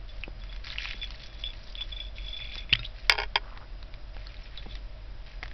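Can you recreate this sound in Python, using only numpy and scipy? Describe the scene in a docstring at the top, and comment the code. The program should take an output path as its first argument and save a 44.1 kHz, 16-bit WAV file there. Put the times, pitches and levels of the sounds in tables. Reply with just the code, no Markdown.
"""A cloth-covered table, heard close up through a small camera's narrow-band microphone, over hum and hiss.
A wide collar of plastic pearls is lifted from a heap of jewellery: its beads rattle and click together,
and a tangled metal earring jingles along. At 2.7 s the earring drops on the table with a clack and a thump.
From 3.1 s the loose strand swings against the camera's housing, loud and hollow, and slides along it.
Softer rattling and tinkling follow, and a last cluster of clicks at 5.4 s."""
import sys
import numpy as np
from scipy import signal
from scipy.fft import rfft, irfft, next_fast_len
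from scipy.io import wavfile
from scipy.ndimage import map_coordinates

SR = 44100
rng = np.random.default_rng(int(sys.argv[2]) if len(sys.argv) > 2 else 0)


def wav_out(sig):
    """Save sig, one row per channel (or a flat mono array), as 16-bit PCM at SR to the path in sys.argv[1]."""
    wavfile.write(sys.argv[1], SR, np.round(np.clip(np.atleast_2d(sig).T, -1, 1) * 32767).astype(np.int16))


N = 243873


def amp(db):
    """Decibels to gain."""
    return 10 ** (np.asarray(db) / 20)


def unit(x):
    """Scaled to rms 1."""
    return x / np.sqrt(np.mean(x ** 2) + 1e-20)


def peaked(x):
    """Scaled to peak 1."""
    return x / np.abs(x).max()


def wobble(rate):
    """A smooth random curve, rate knots a second."""
    return map_coordinates(rng.standard_normal(int(N * rate / SR) + 4), [np.arange(N) * rate / SR])


def coloured(x, points):
    """x through a gain curve of (f/Hz, level/dB) points on a log frequency axis."""
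    size = next_fast_len(len(x) + 8192)
    hz, db = np.transpose(points)
    gain = amp(np.interp(np.log(np.fft.rfftfreq(size, 1 / SR) + 1), np.log(hz), db))
    return irfft(rfft(x, size) * gain, size)[:len(x)]


def add(track, s, sound):
    """Mix a sound into the track at s seconds."""
    span = track[round(s * SR):][:len(sound)]
    span += sound[:len(span)]


def ring(hz, t60, attack, t):
    """One damped mode with a rounded start; t60 and attack in seconds."""
    return np.sin(2 * np.pi * hz * t) * amp(-60 * t / t60) * (1 - np.exp(-(t / attack) ** 2))


def crack(t60, t):
    """The short noise of a hard contact, peak 1."""
    band = signal.butter(3, [900, 5000], "band", fs=SR, output="sos")
    return peaked(signal.sosfilt(band, rng.standard_normal(len(t)) * amp(-60 * t / t60)))


def grains(rate, pitch_hz, spread, cycles, scatter_db, size):
    """Tiny contacts of random pitch and strength, about rate a second, each size samples long, rms 1."""
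    count = 16000
    draw, pitch = rng.random((count, 3)), rng.standard_normal((count, 1))
    used = draw[:, 0] < rate * N / SR / count
    hz = np.clip(pitch_hz * np.exp(spread * pitch[used]), 500, 6000)
    strength = amp(scatter_db * np.minimum(-np.log(draw[used, 1:2]), 3))
    starts, k = (draw[used, 2:] * N).astype(int), np.arange(size)
    waves = strength * ring(hz, cycles / hz, .0001, k / SR)
    return unit(np.bincount((starts + k).ravel(), waves.ravel(), N)[:N])


def strokes(rows, attack_s, release_s):
    """A gain curve for each level column: every stroke rises, holds, then falls 20 dB per release_s."""
    t, gain = np.arange(N) / SR, 0
    for start, length, *db in rows:
        rise = np.clip((t - start) / attack_s + 1, 0, 1)
        fall = amp(-20 * np.maximum(t - start - length, 0) / release_s)
        gain = np.maximum(gain, amp(db)[:, None] * rise * fall)
    return gain


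# Spectral shape of the rumble under the scene: f/Hz, level/dB
RUMBLE_SPECTRUM = [(15, -0.5), (30, -1), (45, 2.5), (65, -13), (110, -13.5), (170, -27), (400, -61.5)]
# Spectral shape of the steady hiss: f/Hz, level/dB
HISS_SPECTRUM = [(88, -39.5), (150, -21), (206, -2), (247, -8), (325, -6), (440, -12), (623, -5),
                 (703, -11), (966, -11.5), (1310, -12.5), (1690, -12.5), (2290, -14), (4200, -16.5),
                 (4810, -22.5), (5600, -19.5), (6000, -33.5), (6400, -54), (12300, -120)]
def background():
    """The noise floor at the table: a wavering low hum, rumble, and hiss with two faint resonances."""
    hum_hz = 44.5 + 2.51 * wobble(5.5)
    hum = amp(-46.0 + 0.47 * wobble(3.1)) * unit(np.sin(2 * np.pi * np.cumsum(hum_hz) / SR))
    rumble = amp(-43) * unit(coloured(rng.standard_normal(N), RUMBLE_SPECTRUM))
    hiss = amp(-58.0) * unit(coloured(rng.standard_normal(N), HISS_SPECTRUM))
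    whine, t = np.zeros(N), np.arange(SR // 8) / SR
    for hz, db in (630, -66), (4930, -70.5):
        resonance = signal.fftconvolve(rng.standard_normal(N), ring(hz, .035, 0.00014, t))[:N]
        whine += amp(db) * unit(resonance)
    return hum + rumble + hiss + whine


def reflections(x):
    """The short answer of the table and the box behind it, reaching the microphone 2 ms late."""
    t = np.arange(SR // 4) / SR
    tail = rng.standard_normal(len(t)) * amp(-60 * t / 0.058) * (t > .002)
    return signal.fftconvolve(x, tail / np.linalg.norm(tail))[:N]


# Modes of the table under its cloth: f/Hz, level/dB, t60/s
TABLE_MODES = [(117.7, -2, 0.18), (210, -4.5, 0.068), (344, 4.5, 0.015), (506, -2, 0.023),
               (746, -0.5, 0.024)]
# Soft bumps through the table, close by: t/s, level/dB, most stirred f/Hz
TABLE_BUMPS = [(0.2798, -29.5, 390), (.945, -38, 260), (2.566, -37.5, 550), (2.726, -27, 142),
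               (2.796, -36.5, 99), (4.166, -38, 650), (4.66, -35, 675), (4.666, -34.5, 260),
               (5.428, -35, 810), (5.435, -34.5, 720)]
def bumps(octave_off_db=-13):
    """Dull thumps of the table: the softer the contact, the lower the modes it stirs."""
    out, t = np.zeros(N), np.arange(SR // 4) / SR
    for s, db, centre_hz in TABLE_BUMPS:
        thump = np.zeros(len(t))
        for hz, mode_db, t60 in TABLE_MODES:
            contact_db = octave_off_db * np.log2(hz / centre_hz) ** 2
            thump += amp(mode_db + contact_db) * ring(hz, t60, 0.00026, t)
        add(out, s, amp(db) * peaked(thump))
    return out


# The strand sliding on the housing, right at the microphone: t/s, length/s, relative level/dB
STRAND_SLIDES = [(3.49, 0.13, -55)]
def slide():
    """The strand rubs softly along the housing in tiny dull slips."""
    gain, = strokes(STRAND_SLIDES, attack_s=0.13, release_s=.05)
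    slips = grains(rate=320, pitch_hz=1210, spread=0.28, cycles=8.9, scatter_db=2.5, size=800)
    return amp(2.0) * gain * slips


# Runs of small chain links: t/s, length/s, relative level/dB
CHAIN_RUNS = [(2.845, .02, -43.5), (4.57, .02, -51), (4.695, .07, -53.5)]
def chain():
    """Small metal links tinkle over each other; the clasp gives one faint high chirp."""
    gain, = strokes(CHAIN_RUNS, attack_s=.008, release_s=.05)
    links = grains(rate=400, pitch_hz=3600, spread=0.064, cycles=30, scatter_db=4.5, size=800)
    out = amp(-1.0) * gain * links
    clasp = ring(5350, 0.046, 0.0033, np.arange(SR // 10) / SR)
    add(out, 4.433, amp(-43.0) * clasp)
    return out


# Modes of the earring's hoop: multiple of its pitch, level/dB, t60/s
HOOP_MODES = [(0.68, -14, .05), (.78, -4, 0.013), (0.998, 3, 0.061), (1.021, -11.5, 0.028),
              (1.471, -18.5, .05)]
def hoop(hz, t):
    """One touch of the hoop, peak 1: a tick, then its modes at new strengths."""
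    tone = sum(amp(db + rng.normal(0, 2.0)) * ring(hz * ratio, t60, 0.0019, t)
               for ratio, db, t60 in HOOP_MODES)
    return peaked(peaked(tone) + amp(-22) * crack(0.005, t))


# The hardest taps on the earring: t/s, level/dB
EARRING_TAPS = [(.09, -45.5), (.416, -43.5), (.493, -41.5), (.529, -44), (1.014, -36), (1.022, -29.5),
                (1.04, -29.5), (1.238, -42.5), (1.437, -28), (1.453, -31.5), (1.502, -34.5), (1.809, -27.5),
                (1.9235, -33), (1.963, -35.5), (2.001, -28.5), (2.266, -37), (2.2825, -30.5), (2.342, -36),
                (2.364, -32), (2.578, -33), (4.577, -38)]
# Swings that shake it: t/s, length/s, relative jingle level/dB, relative link chatter level/dB
EARRING_SWINGS = [(.4, 0.17, -65, -67), (.81, 0.095, -49, -51), (.94, 0.084, -53.5, -61),
                  (1.02, 0.01, -43.5, -38.5), (1.2, 0.33, -61.5, -65), (1.44, 0.035, -42, -48),
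                  (1.78, 0.04, -40, -46.5), (1.922, 0.0078, -44, -52), (1.982, 0.013, -41.5, -48),
                  (2.005, 0.071, -49, -64), (2.17, .09, -51.5, -51), (2.285, 0.12, -45.5, -54),
                  (2.39, 0.066, -45.5, -41.5), (2.47, 0.15, -50, -46.5), (2.7, 0.049, -42, -43),
                  (4.695, 0.031, -60, -58)]
def earring(pitch_hz=3430, drift=0.0093):
    """Beads tap the thin hoop, its pitch shifting with how it hangs; swings shake hoop and links."""
    t = np.arange(SR // 5) / SR
    taps, shiver = np.zeros(N), np.zeros(N)
    for s, db in EARRING_TAPS:
        add(taps, s, amp(db) * hoop(pitch_hz * rng.normal(1, drift), t))
    for hz in pitch_hz * (1 + 0.018 * np.linspace(-1, 1, 7)):
        touches = (rng.random(N) < 75 / SR) * rng.standard_normal(N)  # about 75 a second
        shiver += signal.fftconvolve(touches, hoop(hz, t))[:N]
    jingle_gain, chatter_gain = strokes(EARRING_SWINGS, attack_s=0.0069, release_s=0.051)
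    links = grains(rate=220, pitch_hz=2385, spread=.07, cycles=90, scatter_db=3.0, size=1100)
    return taps + amp(-1.0) * jingle_gain * unit(shiver) + amp(-6.5) * chatter_gain * links


# Modes of a small metal trinket in the heap: f/Hz, level/dB, t60/s
TRINKET_MODES = [(1370, -6, 0.067), (2600, -11, 0.16), (3720, 2, 0.055), (4950, -9, 0.12)]
# The earring's pendant lands and bounces near the microphone: t/s, level/dB, f/Hz
PENDANT_BOUNCES = [(2.7275, -9, 2460), (2.7287, -8, 2740), (2.7319, -11, 2900), (2.7349, -6, 3056),
                   (2.7523, -20.5, 2110), (2.7557, -19, 3240)]
def landing():
    """The pendant strikes the heap several times within 30 ms; a nudged trinket pings just after."""
    out, t = np.zeros(N), np.arange(SR // 10) / SR
    for s, db, hz in PENDANT_BOUNCES:
        clack = ring(hz, .008, .0005, t) + amp(-27) * ring(hz * 1.05, .02, .0005, t)
        high_mode = amp(-15.5) * ring(hz * 1.54, .008, 0.000043, t)
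        low_mode = amp(-23) * ring(hz * 0.628, 0.023, 0.0001, t)
        tone = peaked(clack + high_mode + low_mode)
        add(out, s, amp(db) * peaked(tone + amp(-22) * crack(0.03, t)))
    ping = sum(amp(db) * ring(hz, t60, .0002, t) for hz, db, t60 in TRINKET_MODES)
    add(out, 2.793, amp(-30.5) * peaked(ping))
    return out


MOVE_ATTACK_S, MOVE_RELEASE_S = .012, .09
# Hands flex the collar above the table: t/s, length/s, relative clack level/dB, relative tick level/dB
HAND_MOVES = [(.08, 0.15, -63, -60.5), (.39, 0.2, -61, -66), (.645, 0.086, -46, -48.5),
              (.785, 0.13, -41.5, -46.5), (.94, 0.32, -56.5, -54), (1.33, 0.71, -60.5, -57.5),
              (2.16, 0.4, -63.5, -57), (2.52, 0.064, -53.5, -50.5), (2.77, 0.063, -51, -61),
              (2.95, 0.21, -59, -59.5), (4.15, .62, -59, -63), (5.27, 0.052, -54.5, -59),
              (5.42, .1, -59.5, -73)]
def rattle(bunching_db=3.2):
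    """The mesh of beads flexes: hollow clacks and finer ticks, bunched as whole rows tumble together."""
    clack_gain, tick_gain = strokes(HAND_MOVES, MOVE_ATTACK_S, MOVE_RELEASE_S)
    clacks = grains(rate=2200, pitch_hz=2286, spread=0.21, cycles=15, scatter_db=5.0, size=400)
    ticks = grains(rate=850, pitch_hz=4316, spread=0.19, cycles=16, scatter_db=5.0, size=200)
    bunching = unit(amp(bunching_db * wobble(170)))
    mesh = bunching * (amp(-1.5) * clack_gain * clacks + amp(-0.5) * tick_gain * ticks)
    # beads this small hardly radiate low notes
    return signal.sosfilt(signal.butter(2, 1250, "high", fs=SR, output="sos"), mesh)


def click(hz, crack_db):
    """Two beads snap together, peak 1: a crack and a few cycles of ring."""
    t = np.arange(SR // 25) / SR
    tone = peaked(ring(hz, 0.0062, 0.00049, t))
    return peaked(tone + amp(crack_db) * crack(0.0083, t))


# The clearest bead clicks, at close range: t/s, level/dB, f/Hz, crack level/dB relative to the ring
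BEAD_CLICKS = [(.2363, -22.5, 2610, -13.5), (.437, -35.5, 2100, 1), (.527, -34, 2250, 1.5),
               (.563, -34.5, 2600, 20), (.646, -31.5, 4600, 1), (.669, -28.5, 2030, 6),
               (.7025, -26.5, 3600, -1), (.723, -34.5, 4100, -4), (.759, -29, 1990, -8),
               (0.784, -18.5, 2800, -15), (.8555, -22, 2470, -4), (.876, -33, 2200, -3),
               (.9103, -23, 2540, -1), (1.032, -26, 2380, -6), (1.106, -32, 3550, 14),
               (1.438, -27, 2810, -11), (1.7535, -27, 3400, -18), (1.809, -28.5, 3080, -7),
               (1.822, -31, 3180, 3), (2.184, -33, 2470, -10), (2.2823, -41.5, 3040, -12),
               (2.402, -35, 2430, 2), (2.518, -35.5, 2400, -13), (2.5552, -27, 3670, 14),
               (2.6945, -33.5, 2360, -6), (2.7925, -32, 3840, -7), (2.8318, -29, 2700, -12),
               (3.575, -31, 1950, 2), (3.828, -35, 3900, 0.5), (3.94, -34.5, 2370, 4.5),
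               (4.167, -35.5, 1550, 4), (4.2696, -32, 4290, -5), (4.343, -39, 2200, 4),
               (4.368, -40.5, 3760, -10), (4.5753, -29, 3820, -4.5), (4.7537, -32.5, 2040, 4),
               (5.4294, -23.5, 2070, -5.5), (5.435, -27, 1940, 0), (5.458, -34.5, 1780, -1),
               (5.48, -35, 1880, 9), (5.514, -34, 1790, -6)]
def clicks(strays=180, stray_hz=2700, stray_lift_db=9):
    """Single clicks stand out of the rattle: clear ones, and strays that grow with the hands' effort."""
    out = np.zeros(N)
    for s, db, hz, crack_db in BEAD_CLICKS:
        add(out, s, amp(db) * click(hz, crack_db))
    effort = strokes(HAND_MOVES, MOVE_ATTACK_S, MOVE_RELEASE_S)[0]
    for at, (loud, high) in zip(rng.integers(N, size=strays), rng.standard_normal((strays, 2))):
        stray = click(stray_hz * np.exp(.22 * high), crack_db=1.5)
        add(out, at / SR, effort[at] * amp(stray_lift_db + 2.0 * loud) * stray)
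    return out


# Modes of the plastic housing around the microphone: f/Hz, level/dB, t60/s
HOUSING_MODES = [(416, -23.5, 0.22), (640, -19.5, 0.078), (811, -12, 0.049), (928, -8, 0.037),
                 (1047, -11, 0.045), (1450, -8, 0.049), (1628, -6.5, 0.037), (1722, -6.5, 0.029),
                 (1897, -12.5, 0.063), (2196, -2, .04), (2338, -14, 0.092), (2774, -9, .03),
                 (3230, -11.5, 0.082), (3215, -1.5, .03), (3470, -7.5, 0.014), (3505, -16.5, .045),
                 (4600, -11.5, 0.022), (4857, -10, 0.023), (4866, -4.5, 0.027), (5780, -10, 0.014)]
def housing(hard_db, hollow_db, t, hollow_hz=946, hollow_octaves=0.16):
    """The shell rings from one blow: every spot stirs the modes differently; hard blows are brighter."""
    body = np.zeros(len(t))
    for hz, db, t60 in HOUSING_MODES:
        spot_db = rng.normal(0, 2.6)
        spot_db += hollow_db * np.exp(-(np.log2(hz / hollow_hz) / hollow_octaves) ** 2)
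        strength = amp(db + spot_db + hard_db * np.log2(hz / 2500))
        body += rng.choice([-1, 1]) * strength * ring(hz * rng.normal(1, 0.0048), t60, 0.0003, t)
    # the strand falls back against the shell and damps it
    return peaked(body) * np.exp(-(t / .03) ** 2)


def blows(rows, followers=3, gap_s=.0065, drop_db=14.5, loss_db=3):
    """Each knock, then the next beads on the strand landing on the same spot, ever weaker."""
    for s, db, hard_db, hollow_db in rows:
        yield s, db, hard_db, hollow_db
        for k in range(followers):
            late_s = gap_s * (k + 1 + rng.uniform(-.15, .15))
            follower_hard_db = rng.normal(-2, 1.6)
            yield s + late_s, db - drop_db - loss_db * k, follower_hard_db, hollow_db


# Knocks on the housing, right at the microphone: t/s, level/dB, hardness/dB per octave, hollowness/dB
HOUSING_KNOCKS = [(3.096, -0.2, 4.5, 1.5), (3.122, -11, 2, 2.5), (3.153, -24.5, -4, 6),
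                  (3.1799, -20.5, -5.5, -8), (3.186, -17, -6, 2), (3.2008, -18.5, -1, 9.5),
                  (3.218, -21.5, -3, 0), (3.234, -23.5, -3.5, 0), (3.3565, -6, 0, 4.5)]
def knocks():
    """Beads hit the housing: a dull push, the bead's own brief ring and the ring of the shell."""
    out, t = np.zeros(N), np.arange(SR // 8) / SR
    for s, db, hard_db, hollow_db in blows(HOUSING_KNOCKS):
        bead = peaked(ring(2463, 0.0051, 0.003, t))
        bead += amp(hard_db + 3) * peaked(ring(4880, 0.0089, 0.00055, t))
        push = amp(-22) * peaked(ring(520, .004, 0.0019, t))
        shell = housing(hard_db, hollow_db, t)
        add(out, s, amp(db) * peaked(shell + amp(-10) * bead + push + amp(-9.0) * crack(0.0098, t)))
    # the knocks carry little below about 340 Hz
    return signal.sosfilt(signal.butter(3, 340, "high", fs=SR, output="sos"), out)


def scene():
    """Everything at the one microphone; heap and housing are too close for reflections to matter."""
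    lifted = rattle() + clicks() + earring() + chain()
    close = landing() + knocks() + slide() + bumps()
    return (lifted + amp(-10.5) * reflections(lifted) + close + background())[None]


# Response of the camera's microphone: f/Hz, level/dB
MIC_RESPONSE = [(5200, 1.5), (5600, -0.5), (6000, -11.5), (6300, -33.5), (6800, -38.5), (8000, -81)]
def record(dry, ceiling=.74, top_hz=16500):
    """A mono microphone that falls away near 6 kHz and clips on the loudest peak."""
    narrow = coloured(dry[0], MIC_RESPONSE)
    clipped = narrow / (1 + np.abs(narrow / ceiling) ** 40) ** (1 / 40)
    return signal.sosfiltfilt(signal.butter(12, top_hz, fs=SR, output="sos"), clipped)[None]


dry = scene()
out = record(dry)
wav_out(out)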